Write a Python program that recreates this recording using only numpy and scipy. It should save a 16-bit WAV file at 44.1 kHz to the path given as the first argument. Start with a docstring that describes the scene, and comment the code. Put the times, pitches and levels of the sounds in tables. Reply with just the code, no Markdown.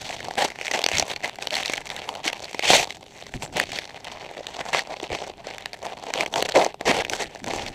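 """Gift paper torn and crumpled by hand

Hands tear and crumple gift paper round a soft bag, close to a small housed microphone in a furnished room.
Creases snap as short bursts of noise that the microphone housing makes ring; fibres crackle in clumps of random
clicks that ring twelve resonances; the same clicks make the sheet thud. A finger squeaks on the bag as narrow
noise, sleeves and fingers rumble as low noise, and knocks ring a few cycles. A faint hum and room noise lie
below."""
import sys
import numpy as np
from scipy import signal
from scipy.fft import rfft, irfft
from scipy.io import wavfile
from scipy.ndimage import uniform_filter1d

SR = 44100
rng = np.random.default_rng(int(sys.argv[2]) if len(sys.argv) > 2 else 0)


def file_out(sig):
    """Save sig as 16-bit WAV at sys.argv[1]."""
    # one column per channel
    cols = np.atleast_2d(sig).T
    # limit, then scale
    lim = np.clip(cols, -1, 1)
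    pcm = np.round(lim * 32767).astype(np.int16)
    wavfile.write(sys.argv[1], SR, pcm)


N = 341334

# Spectrum of the crackle and snaps as the microphone colours them.
# Each row: frequency in Hz, relative level in dB per Hz.
BRIGHT_SPECTRUM = [(650, -25), (1100, -11), (1230, -10.5), (1610, -3.5), (2060, 1.5), (4030, -4),
                   (4410, -2), (4880, -8), (6040, -5.5), (6910, -9.5), (7720, -8.5), (8940, -17),
                   (12900, -23.5), (14300, -26), (16000, -14.5)]
# Spectrum of the buckling sheet, lifted by the microphone housing.
# Each row: frequency in Hz, relative level in dB per Hz.
THUD_SPECTRUM = [(41, -55), (70, -23.5), (166, -13.5), (242, -11), (307, -8), (459, -3), (767, 2),
                 (892, -2.5), (1220, -16.5), (1400, -20), (1820, -34), (3080, -120)]


def from_db(db):
    """Decibels to an amplitude factor; twice the decibels give a power factor."""
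    return 10 ** (np.asarray(db) / 20)


def rms_one(x):
    """Scale to an RMS of 1."""
    return x / np.sqrt(np.mean(x ** 2) + 1e-20)


def peak_one(x):
    """Scale to a peak of 1."""
    return x / np.max(np.abs(x))


def colour(x, spectrum):
    """Causal (minimum-phase) filter with the given spectrum, built by folding its cepstrum; returns rows."""
    hz, db = np.transpose(spectrum)
    grid_hz = np.maximum(np.arange(2049) * SR / 4096, 1)
    grid_db = np.maximum(np.interp(np.log(grid_hz), np.log(hz), db), -70)
    cepstrum = irfft(np.log(from_db(grid_db)))
    cepstrum[1:2048] *= 2
    response = irfft(np.exp(rfft(cepstrum[:2049], 4096)))
    return signal.fftconvolve(np.atleast_2d(x), response[None], axes=1)[:, :np.shape(x)[-1]]


def drift(rate_hz):
    """Slow chance of spread 1: noise through a double one-pole low-pass, run in for a second."""
    r = np.exp(-2 * np.pi * rate_hz / SR)
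    noise = rng.standard_normal(N + SR)
    return rms_one(signal.lfilter([1], [1, -2 * r, r * r], noise)[SR:])


def resonate(x, hz, width_hz):
    """One two-pole resonance with a gain of 1 on top."""
    r = np.exp(-np.pi * width_hz / SR)
    zeros = [(1 - r * r) / 2, 0, (r * r - 1) / 2]
    poles = [1, -2 * r * np.cos(2 * np.pi * hz / SR), r * r]
    return signal.lfilter(zeros, poles, x + 1e-18)


def in_time(rows):
    """Columns of a curve over time, joined by straight lines."""
    s, *columns = np.transpose(rows)
    return [np.interp(np.arange(N) / SR, s, c) for c in columns]


def stroke(start, swell_s, fade_s, swell_db, fade_db):
    """Power of one move: it climbs to 1, sinks (or holds, if fade_db is not above 0), and stops."""
    t = np.arange(N) / SR - start - swell_s   # 0 at the top of the move
    climb_db = swell_db * t / max(swell_s, 1e-4)
    sink_db = -fade_db * t / fade_s
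    db = np.minimum(np.where(t < 0, climb_db, sink_db), 0)
    return from_db(2 * db) * (t >= -swell_s) * (t < fade_s)


def eased_db(power, edge_s):
    """Power to dB with edges softened by a moving average."""
    return uniform_filter1d(10 * np.log10(power), max(round(edge_s * SR), 1))


def background():
    """Steady coloured room noise with one faint sine hum."""
    # Spectrum of the room noise. Each row: frequency in Hz, relative level in dB per Hz.
    room_spectrum = [(12, -41), (20, -10), (160, 11.5), (302, -11), (753, -10), (1310, -33), (1990, -23),
                     (3460, -7), (6180, -22), (15000, -26)]
    noise_db, hum_db, hum_hz = -60, -59.5, 407   # both levels are RMS
    hum = from_db(hum_db) * np.sqrt(2) * np.sin(2 * np.pi * hum_hz * np.arange(N) / SR)
    noise = rms_one(colour(rng.standard_normal(N), room_spectrum)[0])
    return from_db(noise_db) * noise + hum


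def room(x):
    """A dull decaying noise tail that starts after the first wall."""
    t60_s, level_db, cut_hz, first_wall_s = 0.075, -26.5, 3100, 0.008
    t = np.arange(SR // 2) / SR
    tail = rng.standard_normal(len(t)) * from_db(-60 * t / t60_s) * (t > first_wall_s)
    tail = signal.sosfilt(signal.butter(1, cut_hz, fs=SR, output="sos"), tail)
    tail = tail / np.sqrt(np.sum(tail ** 2))
    return from_db(level_db) * signal.fftconvolve(x, tail)[:N]


def sleeves():
    """Mean rumble level in dB: sleeves and fingers that brush the parcel add power to a steady rumble."""
    # Brushes over the parcel. Each row: start in seconds, length in seconds, rumble level in dB.
    brush_rows = [(0, 0.3, -47), (0.373, 0.074, -52), (0.927, .12, -41.5), (2.672, 0.15, -38.5),
                  (3.34, 0.025, -32.5), (3.36, 0.42, -46), (5.099, 0.05, -37), (6.148, 0.6, -54.5),
                  (6.532, 0.15, -49), (6.852, 0.16, -37.5), (7.026, 0.28, -45), (7.41, 0.31, -42)]
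    between_db, edge_s = -54.5, 0.02
    power = from_db(2 * between_db)
    for start, length, db in brush_rows:
        power = power + from_db(2 * db) * stroke(start, 0, length, swell_db=0, fade_db=0)
    return eased_db(power, edge_s)


def rumble(level_db):
    """Lumpy low noise from sleeves and fingers, its level wandering about the given one."""
    # Spectrum of the rumble. Each row: frequency in Hz, relative level in dB per Hz.
    rumble_spectrum = [(12, -41), (20, 1), (118, 1.5), (265, -0.5), (390, -3), (660, -120)]
    lumps_db = 1.5 * drift(1.8)
    return from_db(level_db + lumps_db) * rms_one(colour(rng.standard_normal(N), rumble_spectrum)[0])


def knocks():
    """Dull knocks and folds of the parcel: sines that swell softly and die within a few cycles."""
    # Knocks and folds. Each row: start in seconds, peak level in dB, frequency in Hz.
    knock_rows = [(.1, -20.5, 695), (.284, -18.5, 740), (0.94, -30.5, 100), (0.987, -26, 392),
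                  (2.26, -25, 310), (3.352, -28, 124), (3.43, -33.5, 139), (3.552, -29.5, 191),
                  (4.389, -26.5, 563), (4.406, -23.5, 574), (5.028, -24, 356), (5.103, -23.5, 487),
                  (5.129, -21, 500), (5.298, -33.5, 388), (5.834, -24.5, 605), (6.564, -6.5, 586),
                  (6.894, -15, 268), (7.474, -26, 242)]
    out, t = np.zeros(N), np.arange(4096) / SR
    for s, db, hz in knock_rows:
        knock = peak_one(t * np.exp(-1.05 * hz * t) * np.sin(2 * np.pi * hz * t))
        at = round(s * SR)
        out[at:at + 4096] += (from_db(db) * knock)[:N - at]
    return out


def squeak():
    """A finger slides on the bag: rough narrow noise, resonated twice, that swells and fades."""
    start_s, end_s = 3.412, 3.478
    hz, width_hz, top_db = 7500, 900, -43
    progress = np.clip((np.arange(N) / SR - start_s) / (end_s - start_s), 0, 1)
    narrow = rng.standard_normal(N)
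    for _ in range(2):
        narrow = resonate(narrow, hz, width_hz)
    return from_db(top_db) * np.sin(np.pi * progress) * rms_one(narrow)


def snaps():
    """A crease lets go as a short spiky burst that the microphone housing makes ring at the frequency in its
    row, with a thud of the sheet."""
    # Single snaps, loud ones and quiet isolated ones. Each row: start in seconds,
    # peak level of the snap in dB, ring frequency in Hz, thud peak over snap peak in dB.
    snap_rows = [(0.2041, -20.5, 1757, -8), (0.2495, -21.5, 1800, -26), (.3091, -18, 1810, -1),
                 (0.5017, -18, 2190, -14), (0.6125, -14, 2130, -11), (.6672, -14, 2170, -27),
                 (0.6803, -11, 2160, -17), (0.712, -10, 1870, -13), (.791, -10.5, 3280, -5.5),
                 (0.8164, -16, 2800, -5.5), (0.8398, -5, 4560, -11), (.863, -0.5, 4650, -11.5),
                 (.887, -8.5, 1990, -9), (0.915, -12, 2290, -3.5), (0.971, -6, 3580, -32),
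                 (.983, -4, 5900, -19), (.997, -1.5, 6200, -12.5), (1.0239, -10.5, 2350, -3),
                 (1.1137, -16.5, 3680, -14), (1.136, -17.5, 3400, -8), (1.1615, -15.5, 2280, -28),
                 (1.2437, -13.5, 1980, -12), (1.357, -23, 2000, -27), (1.3854, -24.5, 2150, 1),
                 (1.424, -13, 2680, -16), (1.4712, -10, 3490, -10), (1.5064, -13, 3340, -34),
                 (1.541, -10.5, 3490, -29), (1.5532, -8.5, 3480, -34), (1.567, -9.5, 2150, -10.5),
                 (1.6316, -16, 3650, -20), (1.6582, -10, 4450, -37), (1.679, -11.5, 3440, -34),
                 (1.697, -13.5, 2240, -4), (1.735, -9.5, 2210, -12.5), (1.777, -13, 1940, -28),
                 (1.8693, -20, 2160, -24), (1.9017, -12.5, 3680, -19), (1.9634, -17, 2130, -17),
                 (2.09, -12.5, 2640, -4), (2.152, -21, 2800, -4), (2.2783, -2, 2600, -22),
                 (2.3295, -15, 1980, -7), (2.443, -16.5, 4840, -30), (2.5455, -17.5, 2180, -0.5),
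                 (2.5932, -9, 6300, -6.5), (2.7027, -2, 4520, 2), (2.7327, 1, 2300, -4),
                 (2.905, -15, 2000, -15), (2.924, -23, 3400, -22), (2.9691, -30.5, 2040, -1),
                 (3.1894, -32, 1930, -8), (3.2235, -26, 3450, -2), (3.2658, -27.5, 1950, -6),
                 (3.5692, -11, 4500, -14), (3.5988, -3, 1840, -13), (3.6907, -26, 3300, -2),
                 (3.718, -16.5, 2360, -23), (3.7871, -10, 3520, -13), (4.0448, -22, 3500, -28),
                 (4.4682, -13.5, 3360, -17), (4.747, -8, 2410, 2.5), (4.7919, -7.5, 1890, -24),
                 (5.0003, -19.5, 2750, -6), (5.04, -20.5, 2260, -17), (5.1489, -15, 2640, -3),
                 (5.5821, -18.5, 3550, -14), (5.6577, -13, 1730, -12), (5.7319, -17.5, 4370, -11),
                 (6.1375, -5.5, 3230, -16), (6.2078, -7, 2200, -8), (6.2605, -15.5, 1980, -7),
                 (6.339, -9.5, 3200, -8), (6.358, -11, 1930, -0.5), (6.424, -7, 1950, -3),
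                 (6.52, -14, 3560, -21), (6.558, -8.5, 2160, -1), (6.6457, -10.5, 5800, -28),
                 (6.7427, -28, 3500, 5), (6.81, -16, 1870, -1.5), (7.0066, -12, 2050, -11),
                 (7.0487, -12.5, 2260, -12), (7.097, -9, 6340, -32), (7.1339, -9, 1540, -10),
                 (7.4421, -15.5, 1680, -10), (7.6635, -18.5, 2810, -26)]
    rise_s, middle_t60_s = 0.0004, 0.007
    count = len(snap_rows)
    out, t = np.zeros(N + 4096), np.arange(4096) / SR
    t60 = middle_t60_s * from_db(2.5 * rng.standard_normal((count, 1)))
    noise = rng.standard_normal((count, 4096))
    spiky = noise * np.abs(noise) ** 1.6
    crack = from_db(-60 * t / t60)
    after_crackle = 0.034 * from_db(-15 * t / t60)
    bursts = spiky * (1 - np.exp(-t / rise_s)) * (crack + after_crackle)
    # a second resonance at a random frequency, subtracted, colours each burst
    second_hz = 4500 * from_db(3.5 * rng.standard_normal(count))
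    ringing = []
    for burst, (_, _, ring_hz, _), other_hz in zip(bursts, snap_rows, second_hz):
        ring = 2.5 * resonate(burst, ring_hz, 0.21 * ring_hz)
        second = 3.5 * resonate(burst, other_hz, 0.11 * other_hz)
        ringing.append(burst + ring - second)
    brights = colour(np.array(ringing), BRIGHT_SPECTRUM)
    thuds = colour(bursts, THUD_SPECTRUM)
    for (s, db, _, thud_db), bright, thud in zip(snap_rows, brights, thuds):
        at = round(s * SR)
        out[at:at + 4096] += from_db(db) * (peak_one(bright) + from_db(thud_db) * peak_one(thud))
    return out[:N]


def hands():
    """Crackle drive and thud over crackle, in dB: the pulls add their power to the rustle."""
    # The paper rustles in the hands between pulls; straight lines join the rows.
    # Each row: time in seconds, crackle drive in dB, sheet thud over crackle in dB.
    rustle_rows = [(0, -42, 1.5), (.55, -43, 1), (.83, -40.5, 2.5), (1.35, -50.5, 3), (1.63, -43.5, -7.5),
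                   (2.05, -40, 3), (2.17, -49, 8), (2.33, -42.5, 2.5), (2.5, -42, -2.5), (2.865, -45, 4),
                   (2.91, -38.5, -2), (2.99, -58, 5), (3.1, -49.5, -2), (3.5, -52, 1), (3.68, -43.5, -6),
                   (3.95, -47, 1.5), (4.2, -46.5, 2.5), (4.4, -43, 3), (5.05, -46, 3.5), (5.35, -53.5, 4.5),
                   (5.62, -44.5, 1.5), (5.8, -50.5, 2.5), (6.3, -46.5, 3), (6.47, -46, 5.5),
                   (6.7, -38, 2.5), (6.76, -63, -1), (6.83, -48.5, 6.5), (7.35, -45, -2),
                   (7.74, -43.5, 3.5)]
    # Pulls that tear or crush the paper. Each row: start in seconds, swell in seconds, fade in seconds,
    # crackle drive at the top in dB, loss over the fade in dB (below 0: it holds), thud over crackle in dB.
    pull_rows = [(0.0, 0.017, 0.14, -35, 4.5, -6.5), (0.373, 0.0065, 0.075, -24, -0.5, 2.5),
                 (0.451, 0, 0.059, -29, 14, -2.5), (0.573, 0.027, 0.1, -36, 9, -11),
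                 (0.735, 0.00013, 0.062, -22.5, 18, -0.5), (0.883, 0.072, 0.082, -24, 12.5, -4.5),
                 (1.039, 0.065, 0.031, -29, 9, -1.5), (1.225, 0.0092, 0.063, -31.5, 5, 1),
                 (1.406, 0.017, 0.048, -30.5, 15, -1), (1.49, 0.041, 0.099, -31, -2.5, -3),
                 (1.642, 0, 0.15, -33, 2, -3.5), (1.754, 0.11, 0.013, -39, 1, -22),
                 (2.232, 0.046, 0.025, -20.5, 15, -5), (2.625, 0.08, 0.024, -18, 3, -1),
                 (2.729, 0.011, 0.029, -14.5, 2.5, 1), (2.763, 0.002, 0.081, -17.5, 10.5, -1),
                 (3.333, 0.013, 0.022, -35, 2, 2), (3.4, 0.029, 0.034, -32.5, 12, -1.5),
                 (3.524, 0.061, 0.055, -27, 5, -1), (3.729, 0, 0.13, -32, 13.5, -1),
                 (4.047, 0, 0.1, -42.5, 2.5, -4), (4.536, 0.0023, 0.078, -32.5, 5, 1),
                 (4.647, 0, 0.13, -40.5, -11, 2.5), (4.73, 0, 0.086, -20, 13.5, -0.5),
                 (4.856, 0.051, 0.04, -40.5, -5, 9), (5.018, 0.011, 0.024, -30.5, 10.5, 2),
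                 (5.101, 0, 0.22, -36, 10, 2.5), (5.441, 0.037, 0.099, -35.5, 15, 0.5),
                 (5.734, 0.0089, 0.0098, -29, 11, -4), (5.827, 0, 0.11, -33.5, 11, 5.5),
                 (6.024, 0, 0.18, -38.5, 8.5, 3), (6.132, 0.017, 0.089, -29, 0.5, 3),
                 (6.36, 0, 0.076, -26, 6.5, -1), (6.451, 0, 0.014, -22.5, 2, -3.5),
                 (6.488, 0, 0.011, -20, 5.5, -5.5), (6.543, 0.014, 0.11, -20, 9.5, 3.5),
                 (6.854, 0.032, 0.032, -18, 1.5, 1.5), (6.92, 0.0038, 0.1, -26.5, 1.8, 3),
                 (7.098, 0.022, 0.079, -30, 5.5, -3), (7.188, 0.017, 0.04, -26.5, 3.5, -4.5),
                 (7.44, 0.024, 0.16, -35, -1.2, 1.5), (7.601, 0.028, 0.062, -35.5, 0, 0.5)]
    swell_db, edge_s = 14, 0.0014   # a pull climbs this much to its top; after the fade the paper sticks
    drive_db, thud_db = in_time(rustle_rows)
    bright, thud = from_db(2 * drive_db), from_db(2 * (drive_db + thud_db))
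    for start, swell_s, fade_s, db, fade_db, over_db in pull_rows:
        pull = from_db(2 * db) * stroke(start, swell_s, fade_s, swell_db, fade_db)
        bright = bright + pull
        thud = thud + from_db(2 * over_db) * pull
    return eased_db(bright, edge_s), eased_db(thud / bright, edge_s)


def fibres(per_s, clump_db, size_db):
    """Random clicks of uneven size that come in clumps; equal power whatever the mean rate."""
    clumps = 0.6 * drift(40) + 0.8 * drift(110)
    rate = per_s * from_db(clump_db * clumps)
    sizes = from_db(size_db * np.minimum(rng.exponential(1, N), 4)) * rng.choice([-1, 1], N)
    return sizes * (rng.random(N) < rate / SR) / np.sqrt(per_s)


def crackle(drive_db, thud_db):
    """Each click of a fibre rings one of twelve resonances; the same clicks shake the whole sheet."""
    # Colour of the paper; straight lines join the rows. Each row: time in seconds,
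    # mean gain of the low part of the thud in dB, gain of the crackle's treble in dB.
    depth_rows = [(0, -3.5, 2.5), (2.4, -1, 0.5), (2.75, -4, 6), (3.6, -1, -1.5), (5.3, -4, -5),
                  (6.3, 1, -0.5), (6.95, 5, 1), (7.74, 0, -0.5)]
    low_hz, treble_hz = 320, 7000   # centre of the low part; corner above which the treble lies
    gain_db = 0.5   # from drive to level

    # a hard pull breaks more fibres, more evenly
    effort = np.clip((drive_db + 43.5) / 25, 0, 1) ** 1.6
    clicks = fibres(per_s=1100.0 * from_db(17 * effort), clump_db=7.0 - 3.5 * effort,
                    size_db=7.5 - 1.57 * effort)

    # sheets slide over each other
    slide = (0.15 + 0.12 * effort) * np.std(clicks) * rng.standard_normal(N)
    slide = slide * from_db((4.0 - 2.16 * effort) * drift(51))

    # slow drift plus chance choose the resonance that a click rings
    chosen = np.round(5.5 + 2.5 * drift(30) + 2.0 * rng.standard_normal(N)) % 12
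    ringing = np.zeros(N)
    for k, hz in enumerate(np.geomspace(1500, 11000, 12)):
        driven = clicks * (chosen == k) + 0.61 * slide * from_db(6.9 * drift(3.8))
        ringing += resonate(driven, hz, 0.27 * hz) * np.sqrt(4000 / hz)

    low_db, treble_db = in_time(depth_rows)
    bright = rms_one(colour(2.7 * ringing + 0.72 * clicks + 0.14 * slide, BRIGHT_SPECTRUM)[0])
    treble = signal.sosfilt(signal.butter(1, treble_hz, "high", fs=SR, output="sos"), bright)
    bright = bright + (from_db(treble_db) - 1) * treble

    thud = rms_one(colour(clicks + 3.3 * slide, THUD_SPECTRUM)[0]) * from_db(1.7 * drift(13.0))
    low_gain = from_db(low_db + 2.2 * drift(6.7))
    thud = thud + (low_gain - 1) * resonate(thud, low_hz, low_hz)
    upper_gain = from_db(2.9 * drift(6.9))   # the gain around 1100 Hz wanders at random
    thud = thud + (upper_gain - 1) * resonate(thud, 1096, 410)
    return from_db(drive_db + gain_db) * (bright + from_db(thud_db) * thud)


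def scene():
    """Paper in the room, handling and background."""
    paper = crackle(*hands()) + snaps() + squeak()
    handling = rumble(sleeves()) + knocks()
    return (paper + room(paper) + handling + background())[None]


def record(dry):
    """Peaks are rounded by soft saturation, then a steep low-pass cuts the top."""
    rounded = 0.95 * np.tanh(dry / 1.022)
    top_cut = signal.cheby2(12, 70, 16500, fs=SR, output="sos")   # 70 dB down from 16500 Hz up
    return signal.sosfilt(top_cut, rounded)


dry = scene()
out = record(dry)
file_out(out)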